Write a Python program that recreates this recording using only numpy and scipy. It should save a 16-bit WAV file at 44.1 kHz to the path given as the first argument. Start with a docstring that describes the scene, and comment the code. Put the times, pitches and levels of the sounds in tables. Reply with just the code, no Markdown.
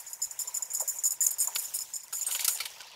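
"""Chain links rattle in bursts, close to a single microphone, outdoors at night.
A caged ball of embers is whirled on the chain, then dragged low over the ground. Link strikes link,
a clasp rings clean, and the cage knocks and scrapes through its own resonances.
Embers tick and snap; behind them lie the rush round the ball and a faint night floor."""
import sys
import numpy as np
from scipy import signal
from scipy.fft import rfft, irfft
from scipy.io import wavfile
from scipy.ndimage import uniform_filter1d

SR = 44100
rng = np.random.default_rng(int(sys.argv[2]) if len(sys.argv) > 2 else 0)


def to_wav(sig):
    """Store sig (one row per channel, or 1-D mono) as 16-bit WAV at the path in sys.argv[1].

    Samples outside -1..1 are clipped; the rate is SR.
    """
    pcm = np.clip(np.atleast_2d(sig), -1, 1) * 32767
    pcm = np.round(pcm).astype(np.int16)
    wavfile.write(sys.argv[1], SR, pcm.T)  # frames by channels


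N = 130095

# spectrum of the night air: f/Hz, density/dB
NIGHT_SPECTRUM = [(40, -22), (155, -16), (260, -24), (500, -4.5), (800, -1.5), (950, 5.5), (1120, -5.5),
                  (2100, -3), (3600, -8.5), (5500, -7.5), (7000, -13), (9000, -19), (16500, -22)]
# bass, low, middle and treble bands, cross-faded in the gaps: from f/Hz, to f/Hz
AIR_BANDS = [(0, 250), (420, 2200), (2800, 4800), (7500, 20000)]
# course of the rush: t/s, low level/dB, middle level/dB, treble level/dB
RUSH_LEVELS = [(.0, -58, -59, -51), (0.191, -60.5, -67, -53.5), (.5, -56, -58, -50.5),
               (.68, -59, -65.5, -51.5), (.95, -57, -64, -46.5), (1.18, -61, -64, -57),
               (1.5, -55, -58, -49), (1.7, -59, -54, -45.5), (2.07, -64, -65, -56.5),
               (2.35, -52.5, -46.5, -45.5), (2.7, -55.5, -53.5, -52), (2.95, -56.5, -53.5, -65)]
# ticks grow as scattered embers burn out on the ground: from t/s, to t/s
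SHOWER_SPAN = (2.5, 2.8)
# the loudest snaps of embers: t/s, level/dB
EMBER_SNAPS = [(1.904, -41), (2.082, -40.5), (2.575, -27), (2.7033, -39), (2.817, -36.5), (2.871, -46),
               (2.916, -44.5)]
# dull knocks: t/s, level/dB, centre f/Hz, t60/s
DULL_KNOCKS = [(0.472, -49.5, 966, 0.17), (0.802, -37.5, 843, 0.072), (0.817, -41.5, 575, 0.1),
               (1.215, -47.5, 1880, 0.069), (1.477, -36, 870, 0.062)]
# resonances of the cage: f/Hz, width/Hz, level/dB
CAGE_MODES = [(1350, 12, -1.5), (1500, 85, 4.5), (2315, 64, -9), (3080, 530, -3.5), (3760, 170, -6),
              (4300, 56, -4.5), (4660, 40, -3)]
# knocks and scrapes of the cage: t/s, level/dB, treble above it/dB, bass above it/dB, t60/s
CAGE_KNOCKS = [(1.5584, -16.5, -13, -23.5, 0.027), (2.1254, -37.5, -16, -7, 0.066),
               (2.273, -40, 3, -4, 0.2), (2.3094, -31, -2, -38, 0.062), (2.347, -28.5, -6, -15, 0.057),
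               (2.392, -26.5, -6, -41, 0.049), (2.4043, -36, 8, -27, 0.065), (2.418, -34.5, -6, -19, 0.066),
               (2.444, -29.5, 9.5, -35, 0.062), (2.4774, -22.5, 6, -21, 0.063),
               (2.5846, -36.5, -1, -19, 0.047), (2.6006, -21.5, -10, -22, 0.074),
               (2.633, -35, -8, -32, 0.036), (2.653, -27.5, -4.5, -61, 0.063),
               (2.8033, -34, -23, -16, 0.054)]
# modes of the clasp, the upper one last: f/Hz, level/dB, t60/s
CLASP_MODES = [(8513, 0, .11), (8990, -8, .06), (9900, 0, .07)]
# blows on the clasp: t/s, level/dB, upper mode above it/dB
CLASP_BLOWS = [(1.2284, -36, -10), (1.4014, -20.5, -3.5), (1.747, -31, 5.5), (1.941, -37, 2),
               (2.132, -34.5, 5.5), (2.265, -22.5, -12), (2.322, -32.5, 4), (2.5024, -29.5, -16),
               (2.5475, -37.5, 6.5)]
# modes of two links struck hard: f/Hz, level/dB, t60/s
CHINK_MODES = [(6500, 0, .007), (7000, -3, .012), (12900, -3, .003)]
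# single hard chinks: t/s, level/dB
CHINK_BLOWS = [(0.8806, -24.5), (1.0368, -29), (1.268, -3)]
# modes of the rattling links, lowest first: f/Hz, level/dB, t60/s
LINK_MODES = [(5085, -20, .03), (5270, -20, .03), (6560, -17, .015), (6760, -7, .03), (6855, -2, .035),
              (6990, -2, .035), (7165, 0, .04), (7635, -15, .045), (8525, -17, .05), (8995, -15, .04),
              (9920, -19, .04), (12100, -13, .008)]
# ring of the two lowest link modes as the chain's tension changes: t/s, gain/dB
TENSION_GAIN = [(.2, 7.5), (.7, 7), (.8, 0), (1.3, 2), (1.39, 13), (1.48, -4), (1.65, 12), (1.82, 17.5),
                (1.95, 7.5), (2.0, 17), (2.2, 2), (2.5, -2)]
# spectrum of the chain's sizzle: f/Hz, density/dB
SIZZLE_SPECTRUM = [(1200, -23), (3700, -27), (5200, -12), (6000, -20), (8000, -4), (12200, 0), (14000, -6),
                   (16000, -7)]
# bursts of rattling links: t/s, relative level/dB, sizzle offset/dB, length/s
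RATTLE_BURSTS = [(.0, -40, -1.5, 0.0047), (0.064, -35.5, -15.5, .02), (0.097, -45, 0, 0.018),
                 (0.1304, -28.5, -13, 0.007), (0.217, -23.5, -16.5, 0.033), (0.3088, -29, -13.5, 0.0043),
                 (0.3895, -24.5, -9, 0.03), (0.4737, -27.5, -13, 0.0071), (0.541, -28, -9, .035),
                 (0.622, -20.5, -21, 0.0051), (0.653, -39, -8.5, 0.0058), (0.702, -30.5, -20, 0.018),
                 (0.734, -37, 5.5, 0.0077), (0.748, -15, -22, 0.0041), (0.767, -27.5, -13, 0.0096),
                 (0.797, -18.5, -14, 0.018), (0.8766, -20.5, -14, 0.023), (0.906, -40.5, -4.5, 0.069),
                 (0.986, -26, -18, 0.0045), (1.037, -18.5, -13, 0.04), (1.1058, -18, -15.5, 0.0028),
                 (1.117, -25, -7, 0.0078), (1.206, -20, -11.5, 0.047), (1.263, -16.5, -8, 0.0034),
                 (1.2892, -24, -31, 0.0021), (1.306, -24.5, -4.5, 0.0057), (1.326, -30, -25, 0.014),
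                 (1.3827, -30, -4, 0.067), (1.4014, -24, -8, 0.027), (1.472, -18, -16.5, 0.0027),
                 (1.531, -40, -27, 0.0068), (1.548, -28, -7, 0.026), (1.583, -26, -6, 0.014),
                 (1.614, -37, 0.5, 0.013), (1.638, -29, -11, 0.02), (1.738, -32, -1, 0.029),
                 (1.7878, -24, -12.5, 0.0016), (1.805, -31.5, -6, 0.018), (1.931, -39, -17, 0.0045),
                 (1.936, -29.5, -16, 0.01), (1.955, -27, -11.5, 0.011), (2.000, -38, -21, 0.0088),
                 (2.033, -37.5, -9, 0.0059), (2.126, -30.5, -8.5, 0.046), (2.181, -33, -6.5, 0.014),
                 (2.21, -24, -14, 0.021), (2.264, -28.5, -7, 0.012), (2.306, -29.5, -5.5, 0.058),
                 (2.386, -33, -13, 0.037), (2.489, -28, -7.5, 0.048), (2.546, -29, -12, 0.013)]


def amp(db):
    return 10 ** (np.asarray(db) / 20)


def unit_rms(x):
    return x / np.sqrt(np.mean(x ** 2) + 1e-20)


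def power_sum(envelopes):
    return np.sqrt(sum(e ** 2 for e in envelopes))


def coloured(x, spectrum):
    """Filters x by points of f/Hz, level/dB; white noise keeps its rms."""
    hz, db = np.transpose(spectrum)
    gain = amp(np.interp(np.log(np.fft.rfftfreq(N, 1 / SR) + 1), np.log(hz + 1), db))
    return irfft(rfft(x) * unit_rms(gain), N)


def band(x, lo_hz, hi_hz):
    """Band-passed x at rms 1."""
    return unit_rms(signal.sosfilt(signal.butter(2, [lo_hz, hi_hz], "band", fs=SR, output="sos"), x))


def resonate(x, hz, width_hz):
    """One resonance of gain 1."""
    r = np.exp(-np.pi * width_hz / SR)
    gain = (1 - r * r) / 2
    return signal.lfilter([gain, 0, -gain], [1, -2 * r * np.cos(2 * np.pi * hz / SR), r * r], x)


def envelope(start_s, db, rise_s, hold_s, t60_s):
    """Quick rise, hold and exponential fall, placed in the scene."""
    t = np.arange(N) / SR - start_s
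    on = slice(int(start_s * SR), int((start_s + hold_s + 1.5 * t60_s) * SR))
    out = np.zeros(N)
    out[on] = np.clip(t[on] / rise_s, 0, 1) * amp(db - 60 * np.maximum(t[on] - hold_s, 0) / t60_s)
    return out


def clicks(per_s, spread_db):
    """Random clicks of random sign; a few are large."""
    when, size, sign = rng.random((N, 3)).T
    return unit_rms((when < per_s / SR) * amp(-spread_db * np.log(.02 + size)) * np.sign(sign - .5))


def patchy_noise(spread_db):
    """Noise whose level varies in patches a few hundred hertz wide and some ten milliseconds long."""
    spectra = signal.stft(rng.standard_normal(N), nperseg=256)[2]
    patches = uniform_filter1d(rng.standard_normal(spectra.T.shape).T, size=3, axis=0)
    patches = unit_rms(uniform_filter1d(patches, size=5, axis=1))
    return signal.istft(spectra * unit_rms(amp(spread_db * patches)), nperseg=256)[1][:N]


def mode(hz, db, t60_s, rise_s=.0014):
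    """One decaying partial with a soft start."""
    t = np.arange(int(.3 * SR)) / SR
    onset = np.sin(np.minimum(t / rise_s, 1) * np.pi / 2) ** 2
    return onset * amp(db - 60 * t / t60_s) * np.sin(2 * np.pi * hz * t)


def night_air(floor_db=-75.5, tick_db=-14, shower_db=8):
    """A steady bass floor and the rush round the ball, with ember ticks in the upper two bands."""
    hz, t = np.fft.rfftfreq(N, 1 / SR), np.arange(N) / SR
    ticks = clicks(per_s=200, spread_db=2.5) * amp(tick_db + np.interp(t, SHOWER_SPAN, [0, shower_db]))
    spectrum = rfft(coloured(patchy_noise(spread_db=3.47), NIGHT_SPECTRUM))
    spectrum += rfft(coloured(ticks, NIGHT_SPECTRUM)) * (hz > AIR_BANDS[2][0])
    masks = (np.interp(hz, np.ravel(AIR_BANDS), np.repeat(row, 2)) for row in np.eye(len(AIR_BANDS)))
    floor, *upper = (unit_rms(irfft(spectrum * mask, N)) for mask in masks)
    times, *levels = np.transpose(RUSH_LEVELS)
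    rush = sum(amp(np.interp(t, times, db)) * part for db, part in zip(levels, upper))
    return amp(floor_db) * floor + rush


def ember_snaps():
    """Embers crack: dry, bright bursts a few milliseconds long."""
    bursts = power_sum(envelope(s, db, rise_s=.00021, hold_s=.00024, t60_s=.006) for s, db in EMBER_SNAPS)
    return bursts * band(rng.standard_normal(N), 4150, 11000)


def thumps(width_hz=260):
    """Dull knocks without treble: puffs of noise round a centre pitch."""
    noise, out = rng.standard_normal(N), np.zeros(N)
    for s, db, hz, t60 in DULL_KNOCKS:
        body = unit_rms(resonate(resonate(noise, hz, width_hz), hz, width_hz))
        out += envelope(s, db, rise_s=.005, hold_s=.004, t60_s=t60) * body
    return out


def cage(spread_db=5, hollow_db=8, plain_db=-9):
    """Knocks and scrapes drive grit through the cage's resonances, with a bright edge and a low body."""
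    grit = unit_rms(rng.standard_normal(N) + .5 * clicks(per_s=1500, spread_db=2.5))
    rings = np.array([amp(db) * unit_rms(resonate(grit, hz, width)) for hz, width, db in CAGE_MODES])
    plain, treble, bass = band(grit, 2010, 5650), band(grit, 4200, 13000), band(grit, 414, 3040)
    out = np.zeros(N)
    for s, db, treble_db, bass_db, t60 in CAGE_KNOCKS:
        knock = envelope(s, db, rise_s=.07 * t60, hold_s=.043 * t60, t60_s=t60)
        # each knock reaches the modes unevenly; the low ones follow its bass
        reach = amp(spread_db * rng.standard_normal(len(CAGE_MODES)))
        reach *= [amp(bass_db + hollow_db) if hz < 2000 else 1 for hz, _, _ in CAGE_MODES]
        middle = reach @ rings / np.sqrt(2 * len(CAGE_MODES)) + amp(plain_db) * plain
        out += knock * (middle + amp(treble_db) * treble + amp(bass_db) * bass)
    return out


def clasp():
    """Single blows set the clasp ringing, longer and cleaner than the links."""
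    *lower, upper = (mode(*m) for m in CLASP_MODES)
    out = np.zeros(N + SR)
    for s, db, upper_db in CLASP_BLOWS:
        ring = amp(db) * (sum(lower) + amp(upper_db) * upper)
        start = int(s * SR)
        out[start:start + len(ring)] += ring
    return out[:N]


def chinks():
    """Short hard blows of link on link that stand out of the rattle."""
    blows = np.zeros(N)
    for s, db in CHINK_BLOWS:
        blows[int(s * SR)] = amp(db)
    return signal.oaconvolve(blows, sum(mode(*m, rise_s=.00089) for m in CHINK_MODES))[:N]


def chain_sizzle(grain_db=2):
    """A grainy hiss goes with each burst of the links."""
    bursts = power_sum(envelope(s, db + offset_db, rise_s=.002, hold_s=hold, t60_s=.1)
                       for s, db, offset_db, hold in RATTLE_BURSTS)
    flicker = unit_rms(uniform_filter1d(rng.standard_normal(N), size=70))
    grain = unit_rms(amp(grain_db * flicker))
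    return coloured(bursts * grain * patchy_noise(spread_db=3), SIZZLE_SPECTRUM)


def chain_rattle(gain_db=-6.5, first_blow_db=19, spread_db=4, linger_db=-13, rise_s=.00088):
    """Links strike each other and ring: each burst is one blow, a run of small hits and a noisy tail."""
    shake = power_sum(envelope(s, db, rise_s, hold, t60_s=.0019) for s, db, _, hold in RATTLE_BURSTS)
    linger = power_sum(envelope(s, db + linger_db, rise_s, hold, t60_s=.18)
                       for s, db, _, hold in RATTLE_BURSTS)
    # the opening blow reaches each mode with its own strength and sign
    reach = amp(spread_db * rng.standard_normal((len(RATTLE_BURSTS), len(LINK_MODES))))
    reach *= rng.choice([-1, 1], reach.shape)
    blows = np.zeros((len(LINK_MODES), N))
    for (s, db, _, _), shares in zip(RATTLE_BURSTS, reach):
        blows[:, int(s * SR)] = amp(db + first_blow_db) * shares
    tension = amp(np.interp(np.arange(N) / SR, *np.transpose(TENSION_GAIN)))
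    modes, out = [mode(*m) for m in LINK_MODES], np.zeros(N)
    for i, ring in enumerate(modes):
        drive = blows[i] + shake * clicks(per_s=500, spread_db=3.5) + linger * rng.standard_normal(N)
        if i < 2:
            drive *= tension
        out += signal.oaconvolve(drive, ring)[:N]
    return amp(gain_db) * out / np.linalg.norm(modes)


def scene():
    """Close, dry metal and embers, cut below 380 Hz, in front of the night air; one channel."""
    foreground = chain_rattle() + chain_sizzle() + chinks() + clasp() + cage() + thumps() + ember_snaps()
    low_cut = signal.butter(4, 380, "high", fs=SR, output="sos")
    return (signal.sosfilt(low_cut, foreground) + night_air())[None]


def record(dry):
    """The microphone's signal ends steeply at 15.72 kHz."""
    low_pass = signal.firwin(801, 15720, window=("kaiser", 7), fs=SR)
    return signal.oaconvolve(dry, low_pass[None], "same")


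dry = scene()
out = record(dry)
to_wav(out)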